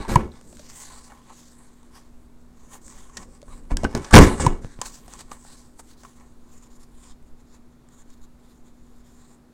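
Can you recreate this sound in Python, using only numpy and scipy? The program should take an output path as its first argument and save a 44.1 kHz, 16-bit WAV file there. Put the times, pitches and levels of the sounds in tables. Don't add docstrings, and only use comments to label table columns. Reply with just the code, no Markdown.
import sys
import numpy as np
from scipy import signal
from scipy.fft import rfft, irfft, next_fast_len
from scipy.io import wavfile
from scipy.ndimage import uniform_filter1d

SR = 44100
rng = np.random.default_rng(int(sys.argv[2]) if len(sys.argv) > 2 else 0)


def boost(x):
    u = np.asarray(x, float) / 20
    return 10 ** u


def to_wav(s):
    ch = np.atleast_2d(s).T
    pcm = np.round(np.clip(ch, -1, 1) * 32767)
    wavfile.write(sys.argv[1], SR, pcm.astype(np.int16))


N = 420273

# start in seconds, hold in seconds, time to fade 20 dB in seconds,
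# hiss level in dB, housing buzz in dB.
LEVER_STROKES = [(0, 0.0055, .15, -49, -38.5), (.092, .065, .02, -35, -34), (.168, 0.0013, .09, -44.5, -31),
                 (.32, 0.042, 0.13, -58, -56), (3.71, .018, .02, -51, -40), (3.778, .05, .02, -56, -50),
                 (3.835, .025, .04, -48, -39), (3.89, .05, .02, -55, -49.5), (3.955, .005, .1, -43.5, -37),
                 (4.02, .09, .02, -49, -47), (4.127, .01, .02, -31.5, -27.5),
                 (4.142, 0.022, .118, -13.5, -5.5), (4.36, .035, .02, -48, -41),
                 (4.404, 0.065, .015, -36.5, -32), (4.476, 0.00081, .1, -45, -32),
                 (4.62, 0.124, 0.066, -56, -64)]
# fastest moment in seconds, time to swell 20 dB in seconds,
# time to fade 20 dB in seconds, hiss level in dB, guide buzz in dB.
SLIDES = [(.82, 0.35, 0.38, -43, -55), (.92, 0.19, 0.22, -52, -48.5), (1.11, 0.12, 0.22, -57.5, -50.5),
          (1.42, 0.65, 0.31, -53.5, -67), (1.31, 0.076, 0.062, -60, -49.5), (1.589, 0.12, 1, -61.5, -65),
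          (1.96, 0.072, 0.12, -52, -51.5), (2.62, 0.17, 0.5, -62.5, -65), (2.742, .045, .055, -39.5, -42.5),
          (3.0, 0.35, 0.2, -51, -56), (3.35, .2, .1, -62, -61), (3.225, 0.17, 0.042, -50.5, -47),
          (3.532, .12, 0.2, -56.5, -58.5), (4.83, 0.052, 0.14, -48, -44.5), (4.862, .03, 0.064, -37, -45),
          (4.945, .08, 0.21, -47, -57.5), (5.16, 0.28, 0.12, -48, -51.5), (5.207, 0.052, 0.02, -37, -42),
          (5.331, 0.062, 0.067, -47.5, -44.5), (5.53, 0.46, 0.22, -51.5, -57.5),
          (5.8, 0.022, 0.018, -45, -55), (5.9, 0.11, 0.55, -54, -71.5), (6.046, 0.078, 0.13, -56, -56),
          (6.215, 0.072, 0.074, -61.5, -54.5)]
# stopping time in seconds, time to swell 20 dB in seconds, hiss level in dB.
NUDGES = [(6.58, 0.15, -58), (6.64, 0.028, -55), (6.74, 0.25, -60.5), (6.84, 0.23, -59), (7.12, 0.23, -56),
          (7.28, .03, -65), (7.41, 0.031, -60), (7.57, .12, -60.5), (7.73, 0.032, -68), (7.95, 0.079, -58),
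          (8.03, .2, -60.5), (8.14, 0.11, -61.5), (8.25, 0.16, -64), (8.46, 0.083, -62), (8.58, .3, -67),
          (8.7, .12, -65.5), (8.8, .1, -68), (8.99, 0.28, -65), (9.14, .2, -63.5), (9.35, .6, -61)]
STRIP_HALTS = [2.8, 5.957, 6.69, 6.785, 8.04, 8.2, 8.27, 8.63, 9.03]
# start in seconds, hold in seconds, time to fade 20 dB in seconds,
# thrum level in dB, sway level in dB.
LEANS = [(0, .001, .05, -29.5, -22.5), (0.085, 0.055, .05, -24.5, -28), (0.164, .001, .11, -18.5, -24),
         (0.447, 0.17, .2, -52, -57), (2.835, 0.16, .1, -55.5, -49), (3.164, .04, .3, -47.5, -43.5),
         (3.475, 0.16, .3, -51, -39.5), (3.716, .001, .19, -30, -22), (3.848, .001, .065, -21, -28),
         (3.951, .001, .09, -21.5, -25.5), (4.11, .02, .05, -37.5, -30), (4.14, .06, .11, -1, -11.5),
         (4.403, .001, .05, -21, -25), (4.436, .04, .03, -20.5, -32), (4.473, .02, 0.15, -27.5, -23),
         (4.647, .001, .04, -38.5, -32.5), (4.723, 0.62, .3, -58.5, -47.5)]
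# time in seconds, extra level in dB.
FULL_WEIGHT = [
    (4.134, 0),
    (4.14, 5),
    (4.19, 4),
    (4.22, 0),
]

# time in seconds, crack peak in dB, crack centre in Hz,
# housing level in dB, its strongest ring in Hz.
KNOCKS = [(.0495, -46.5, 5745, -26.5, 875), (.082, -32, 8550, -34, 755), (3.7085, -36.5, 2780, -24.5, 718),
          (3.716, -33, 2760, -26, 1010), (3.8341, -27.5, 6943, -18.5, 656), (3.8435, -21, 4310, -14, 768),
          (3.8489, -28.5, 2973, -10, 1552), (3.9498, -16, 5010, -18, 644.3),
          (4.1266, -24, 5244, -22, 784.5), (4.1344, -12.5, 7290, -10.5, 835), (4.1396, -4, 2478, 0.5, 1118),
          (4.153, 2, 5064, -5.5, 964), (4.1615, 3.5, 3977, -5, 1005), (4.1699, 3.5, 5990, -3.5, 776),
          (4.1815, -4.5, 4028, -7.5, 600), (4.1874, 0, 8630, -8, 667), (4.3974, -28.5, 7294, -20, 874.6)]
# the same five columns as the knocks, in seconds, dB, Hz, dB, Hz.
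CARD_TICKS = [(0.527, -42, 7820, -42.5, 670), (0.5938, -35, 6280, -42.5, 610),
              (0.6988, -33, 6850, -59, 1150), (0.9084, -48, 7310, -40, 1050),
              (1.1194, -51, 7820, -39, 1010), (1.3007, -51, 7400, -38.5, 940),
              (3.0964, -47, 6900, -45, 1085), (3.481, -57, 7710, -44, 1106), (3.5294, -58, 3950, -42, 1010),
              (4.815, -14.5, 6350, -21, 1035), (5.0801, -37.5, 7700, -39, 700),
              (5.3153, -32.5, 6900, -26, 1190), (5.449, -55, 7250, -42, 774),
              (6.0342, -41.5, 7300, -42, 1090), (6.0494, -41, 2580, -35.5, 1153),
              (6.1994, -49.5, 5770, -51, 990)]
# the same five columns as the knocks, in seconds, dB, Hz, dB, Hz.
CARD_SNAPS = [(0.4123, -41, 9250, -45, 779), (0.57, -35, 8480, -56, 637), (1.8307, -46.5, 7950, -49, 931),
              (2.8804, -34.5, 8300, -64, 743), (2.9013, -38.5, 6870, -58, 1050),
              (3.4171, -40, 4190, -52, 630), (3.4286, -41, 4510, -39, 564),
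              (3.7699, -12, 6560, -23.5, 1587), (5.1366, -27, 8200, -38, 896),
              (7.2271, -52.5, 10020, -62, 683.5), (7.888, -44, 7440, -59.5, 815),
              (8.1025, -43.5, 8600, -61, 650)]
# the same five columns as the knocks, in seconds, dB, Hz, dB, Hz.
SCUFFS = [
    (1.9596, -51, 8740, -44, 961),
    (3.169, -22.5, 5650, -33.5, 1840),
    (3.2275, -40.5, 5440, -47, 845),
    (3.9729, -31.5, 7560, -47, 820),
    (4.0443, -31, 5100, -31.5, 1181),
    (4.1087, -26, 8000, -23.5, 1150),
    (4.856, -28, 6900, -42, 1050),
    (5.7926, -42, 7650, -37, 1151),
]
# time in seconds, peak in dB.
FINGER_POPS = [
    (4.637, -35.5),
    (4.647, -23.5),
    (4.669, -35),
    (4.79, -29),
]
# time in seconds, peak in dB.
THUDS = [
    (3.716, -23),
    (3.836, -16.5),
    (3.9494, -13),
    (4.13, -17),
    (4.1399, -1),
    (4.157, 2),
    (4.172, 0),
    (4.185, -1.5),
    (4.3993, -12),
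]
# time in seconds, crack peak in dB, ring in dB, thud in dB.
CLACKS = [
    (0.1574, -12, -2, -5),
    (4.4645, -9.5, -6, -8),
]
# start in seconds, end in seconds, pitch in Hz, level in dB.
SQUEAKS = [
    (0.315, 0.323, 4040, -57),
    (3.47, 3.564, 1120, -53),
    (3.501, 3.558, 2200, -61.5),
    (3.49, 3.58, 3950, -63),
    (5.866, 5.93, 3250, -75),
    (5.871, 6.028, 4900, -74),
    (8.886, 9.351, 7200, -71),
]

# frequency in Hz, level in dB per Hz.
CARD_COLOUR = [(880, -25.5), (1500, -5), (1840, -7.5), (2380, -11.5), (2990, -10), (4740, -5), (5340, -7.5),
               (6690, -2), (7990, 0.5), (11100, -14.5), (15800, -18.5)]
# frequency in Hz, level in dB per Hz.
LEVER_COLOUR = [(880, -33), (1500, -5.5), (1740, -6), (2990, -24), (3570, -10.5), (5280, -14.5),
                (8390, -10), (10500, -22), (15800, -38.5)]
# frequency in Hz, level in dB per Hz.
NUDGE_COLOUR = [(1500, -4), (2800, -14), (3600, -4), (4300, -7.5), (5000, -8.5), (6000, -9.5), (7100, 3.5),
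                (7900, -4.5), (8700, -4.5), (10000, -15), (16000, -21.5)]
# frequency in Hz, level in dB per Hz.
CRACK_COLOUR = [(880, -29.5), (1500, 1), (1960, -4.5), (4430, -8), (6690, -5.5), (9260, -9), (11200, -27),
                (13300, -23), (15800, -27.5)]
# pitch in Hz, level in dB, time to die by 60 dB in seconds.
HOUSING = [(580, -10.5, .04), (830, -11, .04), (903, -4.5, .04), (1025.6, -4, .05), (1120, -4.5, 0.051),
           (1298, -6, 0.035), (1470, -10.5, .04), (1700, -9.5, .04), (1950, -9.5, 0.024),
           (2200, -10, 0.045), (2450, -17.5, 0.01), (2804, -18, .04)]
# pitch in Hz, level in dB, time to die by 60 dB in seconds.
SLOT = [(1068, 2, 0.035), (1831, -7.5, 0.057)]
# pitch in Hz, level in dB, time to die by 60 dB in seconds.
TABLE = [(84, -1.5, .15), (125, -4, .08), (158, -5.5, 0.089), (199.1, -3, 0.096), (227.3, 2, 0.1),
         (286, -0.5, 0.13), (351, 0, 0.079), (399.5, -8.5, 0.21), (449, -8.5, 0.089), (516, -11, 0.13),
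         (630, -19.5, 0.046)]
# pitch in Hz, level in dB, time to die by 60 dB in seconds.
SWAY = [(24.3, 6, 0.52), (34.8, 2.5, 0.53), (52, -4.5, 0.069), (70, -9.5, .2)]
# frequency in Hz, time to die by 60 dB in seconds.
ROOM = [(100, 0.36), (1000, 0.22), (4000, 0.4), (12000, 0.45)]
# pitch in Hz, rms level in dB.
HUM = [(59.5, -63.5), (140, -68), (240.5, -58)]
# frequency in Hz, level in dB per Hz.
AIR_COLOUR = [(26, -33), (45, -3), (100, -9.5), (173, -10.5), (260, -8.5), (429, -14), (562, -19.5),
              (1100, -22.5), (3120, -38), (3710, -34.5), (5230, -38.5), (7190, -36.5), (15800, -46.5)]


def unit(x):
    return x / np.sqrt(np.mean(x ** 2))


def coloured(points, size):
    hz, db = np.transpose(points)
    fft_size = next_fast_len(size)
    f = np.arange(fft_size // 2 + 1) * SR / fft_size + 1
    gain = boost(np.interp(np.log(f), np.log(hz), db))
    return unit(irfft(rfft(rng.standard_normal(fft_size)) * gain, fft_size)[:size])


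def ring(modes, spread=0.):
    hz, db, t60 = np.transpose(modes)[:, :, None]
    t = np.arange(int(t60.max() * SR)) / SR
    weight, detune = spread * rng.standard_normal((2, len(modes), 1))
    tones = np.sin(2 * np.pi * hz * (1 + 0.0072 * detune) * t)
    return np.sum(boost(db + weight - 60 * t / t60) * tones, axis=0)


def flutter(rate_hz, depth_db):
    k = int(SR / rate_hz)
    steps = np.repeat(rng.standard_normal(N // k + 1), k)
    return boost(depth_db * uniform_filter1d(steps, k)[:N])


def grit(rate_hz, scatter_db):
    clicks = (rng.random(N) < rate_hz / SR) * boost(scatter_db * rng.exponential(size=N))
    smear = np.exp(-np.arange(SR // 100) / (0.0015 * SR))
    return unit(1 + signal.fftconvolve(clicks, smear)[:N])


def add(out, s, sound, db):
    i = int(s * SR)
    part = sound[:N - i]
    out[i:i + len(part)] += boost(db) * part / np.abs(sound).max()


def strokes(s, swell, hold, fade, *levels_db):
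    t = np.arange(N // 32 + 2) * 32 / SR
    s, swell, hold, fade = (np.reshape(v, (-1, 1)) for v in (s, swell, hold, fade))
    drop_db = 20 * np.maximum((s - t) / swell, np.maximum(t - s - hold, 0) / fade)
    gains = []
    for db in levels_db:
        loudest = boost(np.max(np.reshape(db, (-1, 1)) - drop_db, axis=0))
        gains.append(np.interp(np.arange(N) / SR, t, loudest))
    return gains


def driven(modes, force):
    return unit(signal.fftconvolve(force * rng.standard_normal(N), ring(modes))[:N])


def patchy(points, depth_db):
    size = next_fast_len(N)
    lines = rfft(coloured(points, size))
    octave = np.log2(np.arange(len(lines)) * SR / size + 1)
    out = np.zeros(N)
    for centre in np.arange(10, 14.4, 1 / 3):
        share = np.maximum(1 - 3 * abs(octave - centre), 0)
        out += flutter(11, depth_db) * irfft(lines * share, size)[:N]
    return unit(out)


def moving():
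    t = np.arange(N) / SR
    return 1 - 0.84 * np.max([np.exp(-((t - s) / 0.014) ** 4) for s in STRIP_HALTS], axis=0)


def full_weight():
    return boost(np.interp(np.arange(N) / SR, *np.transpose(FULL_WEIGHT)))


def rubbing():
    drag = flutter(30, 1.5) * grit(900, 1.6)
    body = full_weight() * driven(HOUSING, drag)
    guide = driven(HOUSING + SLOT, drag)
    grip = np.sqrt(drag) * moving() * flutter(55, 1.5)
    lever, slide, nudge = map(np.transpose, (LEVER_STROKES, SLIDES, NUDGES))
    stop_s, swell_s, hiss_db = nudge
    hold_s = swell_s / 4
    nudge_gains = strokes(stop_s - hold_s, swell_s, hold_s, 0.025, hiss_db, hiss_db - 6.5)
    rubs = [(strokes(lever[0], 0.012, *lever[1:]), LEVER_COLOUR, body),
            (strokes(*slide[:2], 0, *slide[2:]), CARD_COLOUR, guide),
            (nudge_gains, NUDGE_COLOUR, guide)]
    out = np.zeros(N)
    for (hiss_gain, buzz_gain), colour, buzz in rubs:
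        out += hiss_gain * grip * patchy(colour, depth_db=4.5) + buzz_gain * buzz
    return out


def leaning():
    lean = np.transpose(LEANS)
    thrum, sway = strokes(lean[0], .009, *lean[1:])
    return full_weight() * thrum * driven(TABLE, flutter(22, 1.3)) + sway * driven(SWAY, 1)


def contacts(rows, rise_s, t60_s):
    out, t = np.zeros(N), np.arange(SR // 16) / SR
    shape = (1 - np.exp(-t / rise_s)) * boost(-60 * t / t60_s)
    for s, crack_db, crack_hz, housing_db, ring_hz in rows:
        tint = signal.iirpeak(crack_hz, 2.5, fs=SR)
        crack = coloured(CRACK_COLOUR, len(t))
        add(out, s, shape * (0.65 * crack + signal.lfilter(*tint, crack)), crack_db)
        modes = [(ring_hz, 6, .035)]
        for hz, db, t60 in HOUSING:
            modes.append((hz, 0.41 * db - 14 * abs(np.log2(hz / ring_hz)), t60))
        push = shape * rng.standard_normal(len(t))
        add(out, s, signal.fftconvolve(push, ring(modes, spread=1.8)), housing_db)
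    return out


def impacts():
    return (contacts(KNOCKS, rise_s=0.00018, t60_s=0.014)
            + contacts(CARD_TICKS, rise_s=0.00022, t60_s=0.022)
            + contacts(CARD_SNAPS, rise_s=.0001, t60_s=0.0078)
            + contacts(SCUFFS, rise_s=0.0014, t60_s=0.037))


def thuds():
    out, t = np.zeros(N), np.arange(SR // 16) / SR
    for s, db in THUDS:
        force = t * np.exp(-t / 0.00084) * rng.choice([-1, 1])
        add(out, s, signal.fftconvolve(force, ring(TABLE, spread=1.1)), db)
    return out


def clacks():
    out, t = np.zeros(N), np.arange(SR // 10) / SR
    cover_hz, thud_hz = 975, 127.1
    swell = (t / .0018) ** 2 * np.exp(-t / 0.0015)
    for s, crack_db, ring_db, thud_db in CLACKS:
        add(out, s, boost(-60 * t / 0.016) * coloured(CRACK_COLOUR, len(t)), crack_db)
        add(out, s, swell * np.sin(2 * np.pi * cover_hz * t), ring_db)
        add(out, s + 0.0011, -np.sin(2 * np.pi * thud_hz * t) * t * np.exp(-t / 0.0032), thud_db)
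        push = swell * rng.standard_normal(len(t))
        add(out, s, signal.fftconvolve(push, ring(HOUSING, spread=2.7)), ring_db - 13.5)
    return out


def squeaks():
    out = np.zeros(N)
    for start, end, hz, db in SQUEAKS:
        i, size = int(start * SR), int((end - start) * SR)
        band = signal.lfilter(*signal.iirpeak(hz, 14, fs=SR), rng.standard_normal(size))
        out[i:i + size] += boost(db) * unit(band) * np.sqrt(np.hanning(size))
    return out * flutter(24.0, 0.92) * moving()


def finger_pops():
    out, t = np.zeros(N), np.arange(SR // 20) / SR
    pop = (1 - np.exp(-t / .00006)) * np.cos(2 * np.pi * 110 * t) * np.exp(-t / 0.0052)
    for s, db in FINGER_POPS:
        add(out, s, pop, db)
    return out


def palm():
    out, t = np.zeros(N), np.arange(SR // 6) / SR
    add(out, 3.712, np.sin(2 * np.pi * 27 * t) * np.exp(-t / 0.044), -15)
    return out


def room(x):
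    t = np.arange(int(.7 * SR)) / SR
    tail = np.zeros(len(t))
    room_hz, room_t60 = np.transpose(ROOM)
    for hz in 60 * 2. ** np.arange(8):
        t60 = np.interp(np.log(hz), np.log(room_hz), room_t60)
        band = signal.butter(2, [hz, min(2 * hz, .45 * SR)], "band", fs=SR, output="sos")
        tail += signal.sosfilt(band, rng.standard_normal(len(t))) * boost(-60 * t / t60)
    tail *= t > 0.0076
    return boost(-22) * signal.fftconvolve(x, tail / np.sqrt(np.sum(tail ** 2)))[:N]


def background():
    t = np.arange(N) / SR
    hum = np.zeros(N)
    for hz, db in HUM:
        waver = .25 * np.log(flutter(6, 8))
        hum += boost(db) * np.sqrt(2) * np.sin(2 * np.pi * hz * t + waver)
    rumble_colour = [(4, 3), (15, 2), (25, -8.5), (40, -12), (62, -13.5), (100, -29.0), (300, -61)]
    rumble = boost(-51) * flutter(2.5, 3.5) * coloured(rumble_colour, N)
    air = boost(-57) * flutter(3.2, 0.34) * coloured(AIR_COLOUR, N)
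    return air + rumble + hum


def scene():
    near = rubbing() + leaning() + impacts() + thuds() + clacks() + squeaks() + finger_pops() + palm()
    return (near + room(near) + background())[None]


def top_cut(x):
    return signal.sosfilt(signal.butter(12, 15900, fs=SR, output="sos"), x)


def record(dry):
    full_scale = .985
    mix = np.clip(dry, -full_scale, full_scale)
    return top_cut(mix)


dry = scene()
out = record(dry)
to_wav(out)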